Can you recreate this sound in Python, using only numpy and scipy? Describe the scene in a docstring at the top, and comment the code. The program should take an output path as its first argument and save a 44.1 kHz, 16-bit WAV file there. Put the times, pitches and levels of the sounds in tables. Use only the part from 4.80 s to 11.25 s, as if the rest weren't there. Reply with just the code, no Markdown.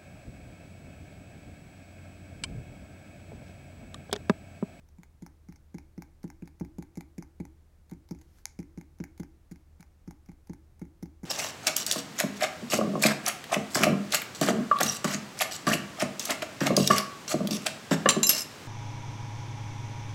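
"""Light thumps and ticks, about four a second: a plastic glue bottle dabs dots onto cardstock lying on a
cutting mat on a wooden table. Each impact ticks on the card and excites the low modes of the table top;
some 40 ms later the tip lifts off with a small click. Once the nozzle gives a sharp pop, probably air
breaking through, just after fingers slide over the card. The small quiet room hums faintly."""
import sys
import numpy as np
from scipy import signal
from scipy.fft import rfft, irfft
from scipy.io import wavfile

SR = 44100
rng = np.random.default_rng(int(sys.argv[2]) if len(sys.argv) > 2 else 0)


def put_to_file(sound):
    """Save the sound as 16-bit audio at rate SR, in the file named by the first command-line argument."""
    columns = np.atleast_2d(sound).T  # one column per channel
    safe = np.clip(columns, -1, 1)
    whole_steps = np.round(safe * 32767)
    wavfile.write(sys.argv[1], SR, whole_steps.astype(np.int16))


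N = 284577
LEAD_S = .003  # a contact force begins this long before its centre

# Dabs of the bottle: landing_s, strength_db, tick_db, stay_s, lift_click_db
DABS = [(0.1844, -37, -70, .049, -54), (.422, -33, -59.5, 0.042, -50.5), (0.6864, -34.5, -64, 0.038, -58.5),
        (.944, -30, -61.5, 0.04, -50), (1.178, -30.5, -62.5, 0.044, -47.5),
        (1.441, -27.5, -60, 0.061, -50.5), (1.6227, -31, -67, 0.053, -55), (1.8099, -24, -65, 0.039, -57.5),
        (1.984, -28, -57, 0.041, -51), (2.1727, -28, -54, 0.036, -48), (2.381, -29, -53.5, 0.044, -49.5),
        (2.6007, -26.5, -60, 0.052, -53), (3.1179, -31, -76, 0.017, -60), (3.31, -27, -51, 0.039, -61),
        (3.7902, -27.5, -55, 0.039, -59.5), (3.9752, -30.5, -61, 0.037, -54),
        (4.2015, -26, -58, 0.038, -45.5), (4.3981, -27, -52.5, 0.035, -52),
        (4.7132, -33, -60, 0.046, -61.5), (4.997, -38, -75, 0.031, -55), (5.2762, -31.7, -62, .0335, -51.5),
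        (5.488, -34.5, -67.5, 0.029, -62.5), (5.696, -29, -60, 0.038, -54),
        (6.016, -29, -62.5, 0.037, -66.5), (6.2269, -28.3, -54.5, 0.031, -59),
        (6.4326, -29.5, -58.5, .0098, -51.5)]


def table_thumps(firm_hz, firm_db, softening):
    """Impact excitation: a gentler dab stays longer in contact, so the same modes sound duller."""
    # Table top and the long low room modes it feeds: pitch_hz, level_db, t60_s, polarity
    table_modes = [ (66.1, -19.5, .45, 1), (112.4, -27.9, .31, -1), (128, -26.4, .31, -1),
                   (147.4, -30.1, .52, -1), (164.6, -1.7, .186, 1), (198, -.8, .05, -1),
                   (229.6, -24.8, .244, 1), (236.7, -23.8, .222, -1), (263.7, -4.6, .063, -1),
                   (278.5, -15.4, .188, -1), (294.1, -19.5, .3, -1), (305.9, 1, .034, 1),
                   (314.6, -33.2, .6, -1), (330.4, -32, .5, 1), (346.4, -8.8, .079, -1),
                   (372.8, -19.8, .3, -1), (424.5, -17, 0.033, -1), (420, -40, 0.19, -1),
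                   (564, -49, 0.068, -1), (646, -30.5, 0.045, 1), (845, -49.5, 0.18, 1),
                   (811, -25, 0.074, 1), (940, -24.5, 0.026, -1)]
    thump, out = ring(table_modes, seconds(.5)), np.zeros(N)
    for start_s, db, *_ in DABS:
        contact_hz = np.clip(firm_hz * from_db(softening * (db - firm_db)), 150, 5000)
        lowpass = signal.butter(2, contact_hz, fs=SR)
        add(out, start_s, from_db(db) * signal.lfilter(*lowpass, thump))
    return out


def tip_contacts():
    """Contact transients: the tip ticks on landing, clicks on lifting and at times grazes the card."""
    # The tip catching a cut edge of the card: start_s, level_db
    edge_grazes = [(.0884, -67.5), (0.7595, -62), (1.4313, -60.5), (1.4786, -65), (1.6569, -68),
                   (1.7987, -58.5), (2.1558, -60.5), (3.0973, -62.5), (3.113, -57.5), (3.2892, -62),
                   (3.3887, -66.5), (3.414, -61.5), (3.5859, -66.5), (3.8015, -59.5), (3.9842, -64),
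                   (4.1865, -67), (4.378, -61), (4.7185, -62), (5.0068, -57.5), (5.4605, -67),
                   (5.672, -63.5), (5.9953, -63.5)]
    press_s, knock_db = .0005, -27.5  # the bottle knocks as the card is pressed flat
    landings = [(s + press_s, db + knock_db, tick_db) for s, db, tick_db, _, _ in DABS]
    lifts = [(s + stay_s, db, db - 5) for s, _, _, stay_s, db in DABS]
    grazes = [(s, db - 2.5, db) for s, db in edge_grazes]
    return (ticks(landings, crackle_db=-9, low_hz=800, rise_t60=.0094, fall_t60=.043, snaps_per_s=3000)
            + ticks(lifts, crackle_db=-17, low_hz=2500, rise_t60=.006, fall_t60=.04, snaps_per_s=3500)
            + ticks(grazes, crackle_db=-10, low_hz=830, rise_t60=.005, fall_t60=.03, snaps_per_s=3000))


def ticks(events, crackle_db, low_hz, rise_t60, fall_t60, snaps_per_s):
    """Shot noise: paper fibres and tacky glue snap at random around each impulse on the bottle."""
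    t, out = seconds(.06) - LEAD_S, np.zeros(N)
    envelope = fade(np.abs(t), np.where(t < 0, rise_t60, fall_t60))
    highpass = signal.butter(1, low_hz, "high", fs=SR)  # tiny snaps carry little bass
    for contact_s, body_db, nozzle_db in events:
        snaps = (rng.random(len(t)) < snaps_per_s / SR) * rng.laplace(size=len(t))
        force = from_db(crackle_db) * signal.lfilter(*highpass, snaps) * envelope
        force[int(LEAD_S * SR)] += 1  # the contact itself
        add(out, contact_s - LEAD_S, bottle(force, body_db, nozzle_db, variety=1))
    return out


def nozzle_pop(pulse_hz):
    """A bipolar pressure pulse, strongest around pulse_hz, rings the bottle."""
    # Push and pull of air at the nozzle: time_s, body_db, nozzle_db
    pops = [(3.6555, -42.5, -33)]
    phase = 2 * np.pi * pulse_hz * (seconds(.05) - LEAD_S)
    force, out = phase * np.exp(-phase ** 2 / 2), np.zeros(N)
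    for time_s, body_db, nozzle_db in pops:
        add(out, time_s - LEAD_S, bottle(force, body_db, nozzle_db, variety=0))
    return out


def bottle(force, body_db, nozzle_db, variety):
    """Resonance: one force at the tip drives both the hollow body and the stiff nozzle."""
    # Hollow body: pitch_hz, relative_db, t60_s, polarity
    body_modes = [(824, -7, 0.019, 1), (955, -14.5, 0.0094, -1), (1546, -8.5, 0.0061, -1),
                  (2069, -5.5, 0.0063, -1), (2255, -3.5, 0.006, 1)]
    # Stiff nozzle and card: pitch_hz, relative_db, t60_s, polarity
    nozzle_modes = [(4610, 4.5, 0.0014, 1), (5740, 9, 0.0014, -1), (6786, 4, 0.0023, 1),
                    (9620, 2, 0.001, 1), (11790, -9, 0.0037, -1), (14360, -2.5, 0.0013, -1)]
    body = from_db(body_db) * struck(body_modes, force, variety)
    return body + from_db(nozzle_db) * struck(nozzle_modes, force, variety)


def struck(modes, force, variety):
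    """Forced response of modes that vary with the contact point; rms 1 over the 5 ms of contact."""
    modes = np.array(modes, float)
    modes[:, 0] *= 1 + variety * .015 * rng.standard_normal(len(modes))  # detuning
    modes[:, 1] += variety * 2 * rng.standard_normal(len(modes))  # level scatter, dB
    response = ring(modes, np.arange(len(force)) / SR)
    sound = signal.fftconvolve(force, response)[:len(force)]
    contact = sound[int((LEAD_S - .0007) * SR):][:SR // 200]
    return sound / np.sqrt(np.mean(contact ** 2))


def ring(modes, t):
    """Modal superposition: an impulse response is a sum of damped sinusoids."""
    return sum(np.sign(polarity) * from_db(db) * np.sin(2 * np.pi * hz * t) * fade(t, t60)
               for hz, db, t60, polarity in modes)


def finger_slide():
    """Sliding friction: the fingers holding the card hiss briefly over it."""
    # Envelope of the slide: time_s, level_db
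    slide = [(3.36, -86), (3.431, -79), (3.53, -75.5), (3.587, -68), (3.64, -96)]
    # Spectrum of skin on paper: frequency_hz, density_db
    friction = [(500, 1), (1500, 4), (2800, -2.5), (5500, 1), (8500, -6), (12000, -2), (16000, -7)]
    time_s, db = np.transpose(slide)
    return np.interp(np.arange(N) / SR, time_s, from_db(db), left=0, right=0) * noise(friction)


def near_echoes(thumps, clicks):
    """Specular reflection: near surfaces return delayed, weaker copies."""
    # Reflections of the thump: delay_s, gain_db
    surfaces = [(.0091, -11.2), (.02805, -14.4)]
    out = np.zeros(N)
    for delay_s, db in surfaces:
        add(out, delay_s, from_db(db) * thumps)
    add(out, .0122, from_db(-22.5) * clicks)
    return out


def reverberation(x, first_s, build_s):
    """A diffuse field builds up after the first reflection and decays band by band."""
    # Reverberant bands of the room: centre_hz, gain_db, t60_s
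    bands = [(90, -26, .4), (180, -25, .45), (400, -22, .45), (750, -13, .3), (1500, -13, .3),
             (3000, -15, .3), (6500, -18, .3), (14000, -21, .2)]
    t, response = seconds(.6), 0
    centres = np.array(bands)[:, 0]
    edges = np.r_[40, np.sqrt(centres[1:] * centres[:-1]), 18000]
    onset = np.clip((t - first_s) / build_s, 0, 1)
    for (_, db, t60), low, high in zip(bands, edges, edges[1:]):
        envelope = onset * fade(t, t60)
        scatter = rng.standard_normal(len(t)) * envelope / np.linalg.norm(envelope)
        bandpass = signal.butter(2, [low, high], "band", fs=SR, output="sos")
        response = response + from_db(db) * signal.sosfilt(bandpass, scatter)
    return signal.fftconvolve(x, response)[:N]


def sweeping_echo(x, start_hz, rise_hz_per_s, peak_s):
    """Repetition pitch: reflections between parallel walls arrive ever closer, as a rising ring."""
    t = seconds(.35)
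    swell = (t / peak_s * np.exp(1 - t / peak_s)) ** 2
    sweep = swell * np.sin(2 * np.pi * (start_hz + .5 * rise_hz_per_s * t) * t)
    return signal.fftconvolve(x, sweep / np.abs(rfft(sweep)).max())[:N]


def background(waver, wander_rad):
    """Broadband room air lies under a low hum with slight amplitude and phase modulation."""
    # Tones of the hum: pitch_hz, rms_db
    hum_tones = [(76.5, -61), (114, -81)]
    # Spectrum of the room air: frequency_hz, density_db
    air = [(15, -15), (28, 5.5), (46, -2.5), (70, 1), (100, -7), (160, -10.5), (240, -18), (330, -19),
           (500, -23.5), (900, -28.5), (2200, -34.5), (3000, -39), (6200, -39.5), (15500, -44.5)]
    t, hum = np.arange(N) / SR, 0
    for hz, db in hum_tones:
        amplitude = 1 + waver * drift(2.5)
        phase = 2 * np.pi * hz * t + wander_rad * drift(1.5)
        hum = hum + from_db(db) * rms_one(amplitude * np.sin(phase))
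    return from_db(-60) * noise(air) + hum


def noise(spectrum):
    """Spectral shaping colours white noise; rms 1."""
    hz = np.fft.rfftfreq(N, 1 / SR) + 1
    points_hz, levels_db = np.transpose(spectrum)
    colour = from_db(np.interp(np.log(hz), np.log(points_hz), levels_db))
    return rms_one(irfft(rfft(rng.standard_normal(N)) * colour, N))


def drift(rate_hz):
    """Low-pass noise wanders slowly; rms 1."""
    hz = np.fft.rfftfreq(N, 1 / SR)
    return rms_one(irfft(rfft(rng.standard_normal(N)) / (1 + (hz / rate_hz) ** 2), N))


def from_db(db):
    return 10 ** (np.asarray(db) / 20)


def rms_one(x):
    return x / np.sqrt(np.mean(x ** 2) + 1e-20)


def seconds(length_s):
    return np.arange(int(length_s * SR)) / SR


def fade(t, t60):
    """Exponential decay: 60 dB in t60 seconds."""
    return np.exp(-np.log(1000) * t / t60)


def add(track, start_s, sound):
    """Superpose a sound on the track."""
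    start = max(round(start_s * SR), 0)
    track[start:start + len(sound)] += sound[:max(N - start, 0)]


def scene():
    """Direct sound, reflections and background superpose close to the table."""
    thumps = table_thumps(firm_hz=1210, firm_db=-25, softening=1.37)
    contacts = tip_contacts()
    pop = nozzle_pop(pulse_hz=6840)
    clicks = contacts + pop
    near = thumps + clicks + near_echoes(thumps, clicks)
    diffuse = reverberation(thumps + contacts + from_db(-1.5) * pop, first_s=.0015, build_s=.013)
    rising = from_db(-18.5) * sweeping_echo(thumps, start_hz=245, rise_hz_per_s=755, peak_s=.08)
    quiet = background(waver=.12, wander_rad=.45)
    return (near + diffuse + rising + finger_slide() + quiet)[None]


def record(dry):
    """Band limiting: a steep low-pass cuts the treble above 16 kHz."""
    return signal.sosfilt(signal.ellip(10, .1, 70, 16000, fs=SR, output="sos"), dry)


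dry = scene()
out = record(dry)
put_to_file(out)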